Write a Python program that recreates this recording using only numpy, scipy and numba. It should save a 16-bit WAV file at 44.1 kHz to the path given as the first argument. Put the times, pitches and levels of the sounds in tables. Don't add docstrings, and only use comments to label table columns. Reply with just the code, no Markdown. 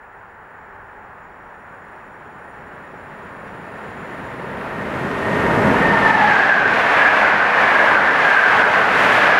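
import sys
import numpy as np
from scipy import signal
from scipy.fft import rfft, irfft, next_fast_len
from scipy.io import wavfile
from scipy.ndimage import uniform_filter1d, minimum_filter1d
from numba import njit

SR = 44100
rng = np.random.default_rng(int(sys.argv[2]) if len(sys.argv) > 2 else 0)


def wrap_up_sound(samples):
    columns = np.atleast_2d(samples).T
    tamed = np.clip(columns, -1, 1)
    steps = np.round(tamed * 32767).astype(np.int16)
    wavfile.write(sys.argv[1], SR, steps)


N = 414099

SPEED_M_S, SOUND_M_S = 35.7, 343
TRACK_M = 8.2


def undb(db):
    return 10 ** (np.asarray(db) / 20)


def unit(x):
    return x / np.sqrt(np.mean(x ** 2))


def columns(table):
    time_s, *rest = np.transpose(table)
    return [np.interp(np.arange(N) / SR, time_s, column) for column in rest]


def coloured(x, shape):
    hz, db = np.transpose(shape)
    size = next_fast_len(N)
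    bins_hz = np.arange(size // 2 + 1) * SR / size + 1
    gain = undb(np.interp(np.log(bins_hz), np.log(hz), db))
    return unit(irfft(rfft(x, size) * gain, size)[:N])


def walk(rate_hz):
    hold = int(SR / rate_hz)
    steps = np.repeat(rng.standard_normal(N // hold + 1), hold)
    return unit(uniform_filter1d(uniform_filter1d(steps, hold), hold)[:N])


@njit
def svf(x, hz, width):
    y, band, low = np.empty(len(x)), 0., 0.
    for i in range(len(x)):
        g = np.tan(np.pi * hz[i] / SR)
        damping = width / hz[i]
        v = (band + g * (x[i] - low)) / (1 + g * (g + damping))
        band = 2 * v - band
        low = low + 2 * g * v
        y[i] = damping * v
    return y


@njit
def follow(x, attack, release):
    y, level = np.empty(len(x)), 0.
    for i in range(len(x)):
        rate = attack if abs(x[i]) > level else release
        level += (abs(x[i]) - level) * rate
        y[i] = level
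    return y


def ring(hz, width):
    once = svf(rng.standard_normal(N), hz, 1. * width)
    return unit(svf(once, hz, 2. * width))


def passing(abreast_s):
    along = SPEED_M_S * (np.arange(N) / SR - abreast_s)
    far = np.hypot(along, TRACK_M)
    return along, far, 1 / (1 + SPEED_M_S / SOUND_M_S * along / far)


def blend(before, after, s, spread_s):
    turn = np.pi / 4 * (1 + np.tanh((np.arange(N) / SR - s) / spread_s))
    return before * np.cos(turn) + after * np.sin(turn)


def distant_roads():
    # freq_hz, relative_db
    roads_spectrum = [(12, -49), (20, -15), (27, -5.5), (101, -5.5), (295, -27), (389, -5), (620, -13),
                      (673, -9.5), (862, 1.5), (1170, -7.5), (1340, -4), (1760, -4), (2590, -29),
                      (4240, -46), (14200, -59)]
    return coloured(rng.standard_normal(N), roads_spectrum) * undb(-42.5 + .5 * walk(4.0))


def rails():
    # pitch_hz, width_hz (ahead of a broadening by 1.4), relative_db
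    rail_modes = [(4650, 150, -7), (5400, 60, -8), (5580, 50, -10), (5660, 50, -3.5), (5800, 50, -9),
                  (6900, 50, -15), (6870, 50, -1), (7100, 50, 0.5), (7300, 70, -3), (7350, 60, -10.5),
                  (7500, 60, -8), (8560, 60, -20), (8900, 80, -14), (9150, 50, -3.5), (9370, 60, -2),
                  (9500, 60, 1.5), (9640, 40, -5), (10300, 60, -14.5), (10750, 120, -10), (11200, 80, -16)]
    # time_s, gain_db
    rail_song = [(0, -85), (1, -84.5), (2, -80.5), (3, -78), (3.6, -75), (4.3, -72), (4.8, -75), (5.3, -70),
                 (5.8, -86)]
    song_db, = columns(rail_song)
    modes = 0
    for hz, width, db in rail_modes:
        uneven_db = db + 1.5 * walk(20)
        modes = modes + ring(np.full(N, 1. * hz), 1.4 * width) * undb(uneven_db)
    return undb(song_db) * modes


def locomotive(steady=1.1, waver_hz=4.95):
    # time_s, gear_whine_db, blower_db, hum_db
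    drive_levels = [(0, -77, -69, -68), (3, -61, -60, -56.5), (4.6, -51.5, -40.5, -42.5),
                    (5.2, -40, -42, -38), (5.27, -30, -36, -29.5), (5.45, -31.5, -28.5, -33),
                    (5.6, -36, -30.5, -25.5), (5.74, -44, -22, -20), (5.83, -21.5, -25, -28.5),
                    (6.0, -25, -19, -25), (6.15, -21.5, -13, -29), (6.3, -25, -16, -30),
                    (6.42, -36, -26, -39), (6.6, -31, -28, -46), (6.75, -31, -40, -47),
                    (7.2, -57, -60, -60)]
    # abreast_s, rest_pitch_hz, width_hz
    drive_tones = [(6.28, 1662, 28), (6.27, 835, 60), (6.9, 183, 24)]
    # rest_pitch_hz, width_hz, level_against_hum_db
    further_tones = [(245, 26, -5.5), (585, 39, -2)]
    gear_db, _, hum_db = columns(drive_levels)

    tones = 0
    for (abreast_s, hz, width), db in zip(drive_tones, columns(drive_levels)):
        tones = tones + ring(hz * passing(abreast_s)[2], width) * undb(db)

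    gear_abreast_s, gear_hz, _ = drive_tones[0]
    core_hz = gear_hz * passing(gear_abreast_s)[2] + waver_hz * walk(30)
    core = np.sqrt(2) * np.sin(2 * np.pi * np.cumsum(core_hz) / SR)

    hum_doppler = passing(drive_tones[-1][0])[2]
    further = sum(ring(hz * hum_doppler, width) * undb(db) for hz, width, db in further_tones)
    return tones + steady * core * undb(gear_db) + further * undb(hum_db)


def whines(patchy_db=2.0):
    # abreast_s, rest_pitch_hz (between the axles), width_hz, axle_level_abreast_db
    bogie_whines = [(6.36, 1614, 70, -21), (6.54, 1640, 60, -20), (7.16, 1615, 80, -18),
                    (7.15, 2210, 350, -28), (7.26, 1682, 70, -26), (7.8, 1658, 80, -19.5),
                    (7.76, 2200, 200, -29), (8.0, 1476, 120, -25.5), (8.4, 1596, 90, -18),
                    (8.5, 2160, 200, -32), (8.65, 1615, 100, -23.5), (8.9, 1560, 100, -26.5),
                    (9.15, 1650, 89, -25.5), (9.25, 2290, 190, -31.5), (9.4, 1614, 70, -19.5)]
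    axles_m = 2.5
    out = 0
    for abreast_s, hz, width, db in bogie_whines:
        for axle in (-.5, .5):
            along, far, doppler = passing(abreast_s + axle * axles_m / SPEED_M_S)
            fade = (TRACK_M / far) ** np.where(along < 0, 1.7, 1.97)
            tone = ring(hz * (1 + 0.03 * axle) * doppler, width)
            out = out + tone * undb(db + patchy_db * walk(32)) * fade
    return out


def loudness():
    # abreast_s, rush_db, rumble_db, rolling_db, hiss_db (when abreast)
    bogies = [(5.66, -30.5, -17.5, -20, -47.5), (6.03, -27, -25.5, -19, -48.5),
              (6.32, -24.5, -32, -19, -52), (6.86, -25.5, -34, -20, -50.5), (7.1, -23.5, -29.5, -14, -49.5),
              (7.63, -26, -32, -17.5, -52), (7.85, -27, -32, -16.5, -50), (8.33, -24, -36, -19, -49),
              (8.62, -24.5, -29.5, -15.5, -50), (9.1, -21.5, -28, -17.5, -43.5),
              (9.34, -22, -31.5, -13.5, -50)]
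    fade_ahead = [1.72, 1.29, 1.307, 1.9]
    fade_behind = [1.67, 1.48, 1.43, 2.2]
    # powers of distance, and ground losses in dB per metre
    nose_fade = [0.48, 0.84, 0.79, 0.49]
    nose_loss_db_m = [0.18, 0.089, 0.12, 0.13]
    power = 0
    for k, (abreast_s, *db) in enumerate(bogies):
        along, far, _ = passing(abreast_s)
        gain = (TRACK_M / far) ** np.where(along < 0, np.c_[fade_ahead], np.c_[fade_behind])
        if k == 0:
            ground = undb(-np.c_[nose_loss_db_m] * (far - TRACK_M))
            approach = (TRACK_M / far) ** np.c_[nose_fade] * ground
            gain = np.where(along < 0, approach, gain)
        power = power + (undb(np.c_[db]) * gain) ** 2
    return np.sqrt(power)


def train():
    # freq_hz, relative_db
    loco_spectrum = [(12, -53), (20, -24), (109, -5), (172, -1.5), (203, -3), (282, -5), (307, -7),
                     (392, -3), (600, -6), (780, -53), (1320, -120)]
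    coach_spectrum = [(12, -56), (20, -31.5), (118, -8), (155, -8), (201, -2.5), (297, -5.5), (329, -6),
                      (450, -2), (580, -34), (990, -120)]
    rolling_spectrum = [(180, -41), (300, -10.5), (347, -23.5), (442, -7.5), (511, -6.5), (624, -2.5),
                        (1240, -2.5), (1600, -3.5), (2600, -19), (3380, -36), (5720, -120)]
    rush_spectrum = [(1180, -34.5), (2000, -2), (2370, -9), (2640, -9.5), (7000, -37), (9100, -51),
                     (15400, -120)]
    near_spectrum = [(3240, -14), (5500, -8.5), (6570, -7.5), (11900, -12), (15600, -29)]
    far_spectrum = [(5000, -20), (6200, -6), (8000, -6), (9800, -4), (11000, -3), (13000, -8), (14300, -9),
                    (15700, -18)]

    loco = coloured(rng.standard_normal(N), loco_spectrum)
    coach = coloured(rng.standard_normal(N), coach_spectrum) * undb(1.5 * walk(8.3))
    rumble = blend(loco, coach, 6.36, 0.14)
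    rolling = coloured(rng.standard_normal(N), rolling_spectrum)

    rush_grit = rng.standard_normal(N) * undb(2.1 * rng.exponential(size=N))
    near_grit = rng.standard_normal(N) * undb(1.9 * rng.exponential(size=N))
    rush = coloured(rush_grit, rush_spectrum)
    far_hiss = coloured(rng.standard_normal(N), far_spectrum) * undb(-4.5)
    hiss = blend(far_hiss, coloured(near_grit, near_spectrum), 4.86, .35)

    flutter = walk(16)
    noises = [rush * undb(.55 * flutter), rumble,
              rolling * undb(0.51 * flutter), hiss * undb(0.76 * flutter)]
    return np.sum(noises * loudness(), axis=0)


def scene():
    return (distant_roads() + rails() + locomotive() + whines() + train())[None]


def record(dry, top_db=-3.0, release_s=0.13):
    whistle_hz, whistle_db, top_hz = 15687, -78.5, 15720
    whistle = np.sqrt(2) * undb(whistle_db) * np.sin(2 * np.pi * whistle_hz * np.arange(N) / SR)
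    x = dry[0] + whistle
    ratio, attack_s = 5.0, .0006
    ahead = -minimum_filter1d(-np.abs(x), size=129)
    peak = follow(ahead, 1 / (attack_s * SR), 1 / (release_s * SR))
    x = x * np.minimum(1, undb(top_db) / (peak + 1e-9)) ** (1 - 1 / ratio)
    top_cut = signal.ellip(14, .2, 70, top_hz, fs=SR, output="sos")
    return signal.sosfilt(top_cut, x)[None]


dry = scene()
out = record(dry)
wrap_up_sound(out)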